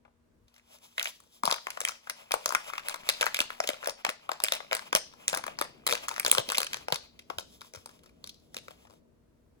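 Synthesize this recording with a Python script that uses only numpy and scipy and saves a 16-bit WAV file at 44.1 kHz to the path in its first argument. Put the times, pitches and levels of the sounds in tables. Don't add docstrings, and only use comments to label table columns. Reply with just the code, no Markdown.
import sys
import numpy as np
from scipy import signal
from scipy.fft import rfft, irfft, next_fast_len
from scipy.io import wavfile
from scipy.ndimage import map_coordinates

SR = 44100
rng = np.random.default_rng(int(sys.argv[2]) if len(sys.argv) > 2 else 0)


def output_pcm(signal):
    pcm = np.clip(np.atleast_2d(signal).T, -1, 1) * 32767
    wavfile.write(sys.argv[1], SR, np.round(pcm).astype(np.int16))


N = 423360


def amp(db):
    return 10 ** (np.asarray(db) / 20)


def unit(x):
    return x / np.sqrt(np.mean(x ** 2, axis=-1, keepdims=True) + 1e-20)


def along(points, hz):
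    f, values = np.transpose(points)
    return np.interp(np.log(hz + 1), np.log(f + 1), values)


def curves(rows):
    times, *columns = np.transpose(rows)
    return [np.interp(np.arange(N) / SR, times, column) for column in columns]


def filtered(x, response):
    size = next_fast_len(2 * x.shape[-1])
    return irfft(rfft(x, size) * response(np.fft.rfftfreq(size, 1 / SR)), size)[..., :x.shape[-1]]


def ringing(modes):
    return lambda f: sum((-1) ** k * amp(db) * 1j * f * width / (hz * hz - f * f + 1j * f * width)
                         for k, (hz, width, db) in enumerate(modes))


def coloured(spectrum, channels):
    return unit(filtered(rng.standard_normal((channels, N)), lambda hz: amp(along(spectrum, hz))))


def wobble(rate):
    return map_coordinates(rng.standard_normal(int(N * rate / SR) + 4), [np.arange(N) * rate / SR])


def placed(seconds, sounds):
    at = np.round(seconds * SR).astype(int) + np.arange(sounds.shape[1])
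    return np.bincount(at.ravel(), sounds.ravel(), N + sounds.shape[1])[:N]


# t/s, room tone level/dB, rumble level/dB
BACKGROUND_LEVELS = [(0.0, -72.5, -75.5), (0.46, -69.5, -68.5), (0.48, -76, -80), (1.4, -74, -79.5),
                     (3.2, -71, -85), (4.7, -68.5, -78.5), (5.3, -61, -70.5), (6.4, -61, -68),
                     (7.2, -64.5, -71.5), (8.9, -63.5, -70), (9.6, -70, -68.5)]
ROOM_TONE_COLOUR = [(80, -22), (140, -2.5), (210, -4.5), (300, -6), (470, -8.5), (530, -13), (640, -9.5),
                    (760, -23), (1100, -40), (1500, -79.5)]
RUMBLE_COLOUR = [(15, -40.5), (30, -10), (60, 0), (100, -3), (170, -43.5)]
STEREO_LIKENESS = [(60, 0.93), (300, 0.16), (700, 0.12)]
HUM_NOTES = [(237, -72.5), (479, -82.5)]
HISS_COLOUR = [(500, -30.5), (900, 3), (3000, -11), (9000, -17), (12500, -22.5), (14000, -33.5)]


def kitchen():
    t = np.arange(N) / SR
    tone_db, rumble_db = curves(BACKGROUND_LEVELS)
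    air = amp(tone_db + 2.1 * wobble(6.8)) * coloured(ROOM_TONE_COLOUR, channels=2)
    air += amp(rumble_db + 1.3 * wobble(4)) * coloured(RUMBLE_COLOUR, channels=2)
    spread = lambda hz: np.arccos(along(STEREO_LIKENESS, hz)) / 2
    shared, opposed = filtered(air, lambda hz: np.array([np.cos(spread(hz)), np.sin(spread(hz))]))
    swell_db = 0.58 * (tone_db + 68.5)
    hum = sum(amp(db + swell_db + 2 * wobble(2.3)) * np.sin(2 * np.pi * hz * t + .6 * wobble(2.7))
              for hz, db in HUM_NOTES)
    background = (np.array([shared + opposed, shared - opposed]) + hum) * amp([[1.2], [-1.2]])
    return background + amp(-79) * coloured(HISS_COLOUR, channels=2)


TICK_AND_SNAPS = [(0.0497, -72.5, 28, 900, 11), (0.4812, -50.5, -9, 1440, -11),
                  (0.5406, -49, -10, 1680, -15), (0.5619, -48.5, 1, 1750, -15),
                  (0.58, -49, -1.5, 1440, -14), (0.7243, -64.5, 7, 1180, -5),
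                  (0.749, -52.5, -7.5, 930, -10.5), (0.7853, -51, -3, 2370, -9.5),
                  (0.9806, -23.5, 9.5, 2120, -6.5), (0.9956, -24, 9, 2110, -9.5),
                  (1.0279, -13, -15.5, 1720, -28.5), (1.0559, -27, 11.5, 2140, -7),
                  (1.2019, -46, 1, 980, -15), (1.2367, -52.5, -4, 960, -16), (1.273, -56.5, -8, 2310, -16),
                  (1.4351, -20.5, 9.5, 870, -2), (1.4539, -12, -6.5, 980, -19),
                  (1.4627, -18, -7, 830, -13.5), (1.4761, -20.5, 11.5, 960, 3.5),
                  (1.4973, -32.5, 12, 1400, -2.5), (1.5056, -24, 0, 920, -2),
                  (1.5122, -7.5, -7.5, 1220, -28), (1.5229, -22, 6, 1070, 5.5), (1.529, -30.5, 8, 1140, -5),
                  (1.5409, -26.5, 3, 1350, -10), (1.669, -24.5, 7, 1160, -14.5),
                  (1.7035, -22.5, -4.5, 2230, -22.5), (1.7727, -33, 9.5, 1090, 9.5),
                  (1.8042, -17.5, -6, 1230, -18), (1.8139, -20.5, -2, 2140, -5),
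                  (1.8504, -14.5, 2, 2110, -21), (1.886, -13.5, -9.5, 2120, -24),
                  (1.8919, -21.5, 1.5, 1310, -9), (2.0716, -41.5, 13.5, 1120, -4.5),
                  (2.0971, -18, -3, 1720, -15), (2.1043, -32, -3, 1180, -8), (2.3088, -35, 14, 1020, -0.5),
                  (2.3181, -15.5, -1.5, 2380, -17), (2.3396, -15, 8, 830, -3), (2.4588, -9, -5, 1070, -6.5),
                  (2.506, -27.5, 11, 1080, -1.5), (2.5231, -21.5, 5, 990, -8.5),
                  (2.549, -14, 7.5, 1370, -21.5), (2.7, -39, 16, 1160, -4), (2.7345, -30, 10, 1280, -8),
                  (2.7796, -24.5, 3.5, 1500, -10), (2.8845, -17.5, -3.5, 1400, -14),
                  (2.8951, -20, -6, 1360, -23), (2.942, -24, 2, 1250, -2.5), (3.0898, -4, -2, 2190, -15.5),
                  (3.0969, -15.5, -3.5, 2690, -12.5), (3.2104, -13, 0.5, 2350, -2),
                  (3.217, -19.5, 1, 1080, -2.5), (3.258, -21.5, -3.5, 1290, -11.5),
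                  (3.2652, -19.5, 9.5, 1080, -8.5), (3.2715, -26, 1.5, 1540, -3.5),
                  (3.3446, -15, 2, 2190, -13), (3.361, -23, -2, 2200, -15), (3.3898, -18.5, 8, 1770, -5),
                  (3.4033, -4, -16, 1670, -18.5), (3.4149, -16.5, -2.5, 1110, -16),
                  (3.5036, -35.5, 15, 1350, -2.5), (3.6023, -15.5, 1, 1280, 5),
                  (3.6739, -15.5, -13, 1410, -22), (3.6896, -16.5, 3, 2290, 2), (3.7032, -32, 8, 1300, 1.5),
                  (3.7329, -36, 6.5, 2190, 7.5), (3.828, -47.5, 21.5, 1060, 5),
                  (3.8364, -48, 21, 1460, 18.5), (3.8438, -28, -2, 1130, -9),
                  (3.8579, -27, 3.5, 1560, -13.5), (3.8725, -21, 2.5, 1000, 9.5),
                  (3.8834, -32.5, 0.5, 930, -6.5), (3.8946, -20.5, -5.5, 1060, -16),
                  (3.904, -32.5, -2, 1110, -13), (4.049, -14.5, 4.5, 1260, -9.5),
                  (4.0921, -17.5, -4.5, 1770, -8.5), (4.2915, -33, 17, 830, 12.5),
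                  (4.3162, -17.5, 0, 1040, -15.5), (4.402, -25, 3, 970, -10), (4.4379, -8.5, -4, 2690, -10),
                  (4.4454, -19, 3.5, 2130, -19.5), (4.484, -21, 4, 2270, -35),
                  (4.5217, -9, -0.5, 2230, -6.5), (4.539, -25.5, 2, 2160, -12.5),
                  (4.6033, -40.5, 17, 1120, 10.5), (4.7125, -32.5, 12, 2110, 10),
                  (4.7216, -31.5, 15, 1300, 15), (4.7295, -14, 2.5, 1540, -3), (4.7498, -18, -1, 1430, -11),
                  (4.7671, -28, 1, 1220, -14.5), (4.7921, -30, 6, 1210, -12), (4.9283, -13, 0, 830, -4.5),
                  (4.9505, -3, -7.5, 1220, -7), (4.9599, -11.5, -16, 890, -15.5),
                  (5.1367, -43, 2, 960, -10), (5.2803, -6.5, -10, 2200, -31), (5.2896, -21, -17, 2530, -32),
                  (5.3289, -20.5, 4.5, 850, -7), (5.34, -29.5, 14.5, 990, 6),
                  (5.3472, -16.5, -3, 1130, -19), (5.3609, -34.5, 13, 960, 4), (5.3731, -23, 4, 1420, -7),
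                  (5.385, -30, -2.5, 900, -17.5), (5.4378, -31, 11.5, 1170, -17),
                  (5.4652, -30.5, 7.5, 1020, -2.5), (5.588, -16, -4.5, 1010, -25),
                  (5.6126, -14, 2, 990, -5.5), (5.6211, -28, 6.5, 1150, -2.5),
                  (5.8663, -12.5, -6, 1130, -16.5), (5.8748, -11.5, -4.5, 1060, -18),
                  (5.8884, -20.5, -5, 1250, -4), (5.894, -20.5, 2.5, 1430, -4.5),
                  (5.91, -18, 1, 2200, -4.5), (5.9163, -19.5, -2, 1540, -5), (5.9252, -6, -6.5, 1280, -9),
                  (5.9335, -19.5, -6.5, 830, 0), (5.9516, -19, 1, 1990, -16.5),
                  (6.083, -21.5, 4, 1120, -20.5), (6.0908, -16.5, -6.5, 1340, -25),
                  (6.1042, -36.5, 5, 830, 0), (6.1123, -30.5, 8, 830, 1), (6.121, -39, 10, 1210, -1),
                  (6.1622, -26, 1, 1460, -16.5), (6.18, -24, 4.5, 1080, -20),
                  (6.1974, -16.5, 1.5, 2330, -19.5), (6.2487, -9, -7.5, 920, -15),
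                  (6.2629, -8.5, -4.5, 1570, -14), (6.3143, -4.5, -13.5, 990, -23),
                  (6.3259, -19, 3, 1220, -2), (6.3496, -16, 1, 1030, -10), (6.3817, -5.5, -8.5, 890, -6),
                  (6.4889, -19.5, -2.5, 2350, -7), (6.5008, -14, -4.5, 1100, -23.5),
                  (6.5193, -19, 4.5, 1000, -16), (6.5465, -21, 5, 2160, -15),
                  (6.5554, -22, -7, 2190, -17.5), (6.5723, -16, -5.5, 2300, -15),
                  (6.5818, -7.5, -10, 980, -18), (6.6036, -15, -4.5, 1060, -8.5),
                  (6.6306, -12, -5, 1430, -25), (6.7317, -20.5, -0.5, 1810, -21),
                  (6.7431, -21.5, 0.5, 1300, -13), (6.8833, -25.5, 8.5, 830, -4),
                  (6.9234, -5, -9, 1110, -12.5), (7.1911, -38.5, -0.5, 2360, -8),
                  (7.2999, -28.5, 8, 830, 0), (7.3843, -18.5, -5, 830, -18.5), (7.3931, -31, -1, 830, -3),
                  (7.6082, -36, -13.5, 1320, -14), (7.6154, -34, 1.5, 1310, -10),
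                  (7.7367, -31, -9.5, 1320, -5), (7.748, -37.5, 2, 1360, 5), (7.7576, -34, -5.5, 1310, -8),
                  (7.8591, -31, -3, 830, -8.5), (7.8914, -43, 1.5, 1240, -2), (7.991, -52.5, 0, 2690, 2),
                  (8.0337, -51, -2, 1210, -3), (8.0394, -52.5, -1, 1260, -5), (8.0593, -47.5, -1, 1200, -2),
                  (8.2417, -23.5, -13.5, 1200, -18), (8.2926, -30, -29, 850, -32),
                  (8.5441, -30, -2, 1150, -15), (8.5667, -21.5, -2, 2670, -11), (8.682, -37, 6, 1360, 4.5),
                  (8.8511, -57.5, 11, 1020, 14), (8.8694, -56, 8, 1060, 3), (8.8981, -50.5, 2, 890, 2),
                  (8.9067, -48.5, 3, 830, -5), (8.9357, -55.5, 2, 830, 10)]


def snap_list():
    leaders = np.array(TICK_AND_SNAPS, float)
    gap, crack, panel, pitch, pouch = np.moveaxis(rng.standard_normal((len(leaders), 2, 5)), -1, 0)
    wait_s = np.cumsum(.012 * np.exp(0.6 * gap), axis=1)
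    shift_hz = 0.34 * leaders[:, None, 3] * np.tanh(pitch)
    changes = np.stack([wait_s, -16.5 + 5.5 * crack, 4 * panel, shift_hz, 5 * pouch], axis=-1)
    followers = leaders[:, None] + changes
    return np.vstack([leaders, followers.reshape(-1, 5)])


EDGE_RINGS = [(8620, 650, 7), (11300, 2400, -9), (15500, 900, -5.5)]
POUCH_PITCH = [(1.4, 640), (4.9, 605), (5.6, 532), (6.4, 541), (7, 533), (9, 584)]
BURST_S, FACET_HZ = .008, 4363


def snaps():
    start, db, panel_db, panel_hz, pouch_db = snap_list().T[:, :, None]
    t = np.arange(1024) / SR
    jitter, spikes = rng.standard_normal((len(start), 2, len(t))).swapaxes(0, 1)
    pitch_luck, edge_luck, length_luck = spikes[:, -3:].T[:, :, None]
    facet_hz = FACET_HZ * np.exp(.25 * pitch_luck)
    pouch_hz = np.interp(start, *np.transpose(POUCH_PITCH)) * np.exp(0.046 * spikes[:, :1])
    edge_db = -8.5 + 5.5 * edge_luck
    length = BURST_S * np.exp(0.26 * length_luck - .02 * db)
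    fade = (1 - np.exp(-t / (0.016 * length))) * amp(-60 * t / np.clip(length, .002, .04))
    burst = fade * jitter * amp(2.53 * spikes)
    shove = fade * (1 + 0.072 * jitter)

    bass_cut = lambda f: (1j * f / 420 / (1 + 1j * f / 420)) ** 2
    treble_cut = lambda f: 1 / (1 + 1j * f / (2.73 * panel_hz)) ** 2
    facet_ring = ringing([(facet_hz, 0.37 * facet_hz, 0), (5200, 4500, -6)])
    panel_ring = ringing([(panel_hz, 0.45 * panel_hz, 0), (1.906 * panel_hz, 0.28 * panel_hz, -7),
                          (0.92 * panel_hz, 0.65 * panel_hz, -8)])
    pouch_ring = ringing([(pouch_hz, 230, 0)])
    crack = filtered(burst, lambda f: bass_cut(f / 3) * facet_ring(f))
    edge = filtered(burst, ringing(EDGE_RINGS))
    panel = filtered(burst, lambda f: bass_cut(f) * panel_ring(f) * treble_cut(f))
    pouch = filtered(shove, lambda f: bass_cut(f) * pouch_ring(f) ** 2)
    parts = [(crack, -0.26), (edge, edge_db), (panel, panel_db + 0.22), (pouch, pouch_db - 4)]
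    sound = sum(amp(peak_db) * part / np.abs(part).max(axis=1, keepdims=True) for part, peak_db in parts)
    return placed(start, amp(db) * sound)


ECHO_TIMES = [(200, 0.28), (1400, 0.21), (4500, 0.43), (12000, 0.14)]


def room_echo(x):
    out, step = np.zeros((2, N + SR)), 8192
    for start in range(0, N, step):
        hz, t, noise = signal.stft(rng.standard_normal((2, SR // 3)), SR, nperseg=256)
        fade = amp(-60 * t / along(ECHO_TIMES, hz)[:, None]) * np.clip(t / 0.0025, 0, 1)
        tail = signal.istft(noise * fade, SR, nperseg=256)[1]
        echo = signal.fftconvolve(x[None, start:start + step], tail / np.linalg.norm(tail[0]), axes=1)
        out[:, start:start + echo.shape[1]] += echo
    return out[:, :N]


def powder_motion():
    start, db, panel_db = np.transpose(TICK_AND_SNAPS)[:3, :, None]
    t, settle_s = np.arange(SR // 4) / SR, 0.19
    jolt = amp(2 * db) + amp(2 * (db + panel_db))
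    return placed(start, jolt * amp(-2 * 60 * t / settle_s))


FINGER_RUBS = [(0.44, -84.5, -81.5), (1.07, -47, -59), (1.23, -63, -75.5), (1.48, -67, -78),
               (1.65, -54.5, -58), (2.25, -66.5, -63.5), (2.54, -51, -51.5), (2.9, -57, -52),
               (3.26, -48, -49), (4.18, -69, -62), (4.51, -61.5, -56.5), (5.26, -62, -60),
               (5.46, -61, -52.5), (5.77, -69.5, -62), (6.4, -49.5, -50), (7.12, -74, -68.5),
               (7.53, -62.5, -73.5), (7.89, -64, -67.5), (8.11, -75.5, -74.5), (8.54, -68.5, -78.5),
               (8.76, -64, -65), (9.1, -74, -80)]
BRIGHT_COLOUR = [(2000, -33.5), (3200, -3), (4400, -5), (5200, -2.5), (7200, -6), (10000, -8), (14000, -12),
                 (15700, -13.5), (16300, -33)]
DULL_COLOUR = [(300, -29.5), (600, 2), (1100, -1.5), (1500, -6.5), (2200, -8), (3000, -7), (4500, -39.5)]


def rustle():
    powder = powder_motion()
    bright_rub_db, dull_rub_db = curves(FINGER_RUBS)
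    bright_db = 10 * np.log10(amp(2 * bright_rub_db) + amp(2 * -43.5) * powder)
    dull_db = 10 * np.log10(amp(2 * dull_rub_db) + amp(2 * -35.5) * powder)
    moving = np.interp(np.arange(N) / SR, [.465, .475, 8.95, 9.05], [0, 1, 1, 0])
    effort = np.clip((dull_db + 68.5) / 18, 0, 1)
    lumps = unit(amp(effort * (2.6 * wobble(54) + 1.6 * wobble(320)) + 5.2 * wobble(25)))
    bright = amp(bright_db) * coloured(BRIGHT_COLOUR, channels=1)[0]
    dull = amp(dull_db + 3) * coloured(DULL_COLOUR, channels=1)[0]
    return moving * (lumps * (bright + dull) + crackle(effort, level_db=dull_db + 5))


def crackle(effort, level_db):
    at = np.flatnonzero(rng.random(N) < 700 * effort / SR)
    pitch_luck, level_luck = rng.standard_normal((N // 40 + 1, 2))[at // 40].T[:, :, None]
    t = np.arange(200) / SR
    hz = np.clip(2200 * np.exp(0.52 * pitch_luck), 500, 14000)
    fade_db = -60 * t * hz / 7
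    tick = amp(level_db[at, None] + 6 * level_luck + fade_db) * np.sin(2 * np.pi * hz * t)
    return placed(at[:, None] / SR, tick)


POUCH_POPS = [(1.436, -34, 225), (1.476, -38.5, 170), (1.521, -44, 250), (2.459, -44.5, 329.6),
              (2.551, -47, 290), (3.091, -51.5, 262), (3.405, -38.5, 244), (3.597, -47.5, 330),
              (3.691, -35, 267), (3.869, -54.5, 330), (4.084, -39, 233.6), (4.434, -39, 332),
              (4.519, -49, 330), (4.948, -35.5, 205.7), (5.328, -42.5, 172), (5.371, -36, 328),
              (5.611, -30, 317), (5.866, -43, 335), (5.92, -38, 322), (6.32, -46.5, 220),
              (6.35, -47.5, 290), (6.387, -36.5, 121.6), (6.483, -40, 259), (6.52, -50, 256),
              (6.583, -40.5, 241), (6.923, -34.5, 143), (7.297, -44, 268), (7.372, -49.5, 79.3),
              (7.767, -49.5, 89), (8.563, -47.5, 243)]


def thumps():
    start, db, hz = np.transpose(POUCH_POPS)[:, :, None]
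    cycles = np.arange(2048) / SR * hz
    swell = cycles * np.exp(1 - cycles / 0.69)
    bend = .5 * (1 - np.exp(-cycles / 0.25))
    return placed(start, amp(db + 5.5) * swell * np.sin(2 * np.pi * (cycles + bend)))


RIGHT_SHADE = [(100, -6), (500, -14), (700, -4), (1150, -32), (1500, -7.5), (2000, -7.5), (2600, 5.5),
               (3500, 3.5), (4400, -12.5), (5800, -2.5), (7000, -9), (8600, -1), (9500, -1)]
RIGHT_LAG = [(0, .4), (350, 1.1), (520, 1.5), (780, 3), (1200, 1.5), (1900, 3), (2050, 1.1), (2500, 1.7),
             (2750, 3.1), (3200, 3.8), (3600, 5.3), (4300, 6.2), (4500, 4.3), (6200, 4.2), (6500, 7.4),
             (7700, 5.6), (8100, 4.2), (9000, 3.6), (9800, 2.1), (11200, 0), (13300, -3.1), (14500, -5.3),
             (15500, -6.3)]


def microphone_ports(x):
    f, lag = np.transpose(RIGHT_LAG)
    right = filtered(x, lambda hz: amp(along(RIGHT_SHADE, hz)) * np.exp(-1j * np.interp(hz, f, lag)))
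    return np.array([x, right])


def scene():
    clicks = snaps()
    close = microphone_ports(clicks + thumps() + rustle())
    return close + amp([[-13], [-16]]) * room_echo(clicks) + kitchen()


def record(dry):
    rounded = dry / (1 + np.abs(dry / .9) ** 4) ** (1 / 4)
    return filtered(rounded, lambda hz: hz < 16900)


dry = scene()
out = record(dry)
output_pcm(out)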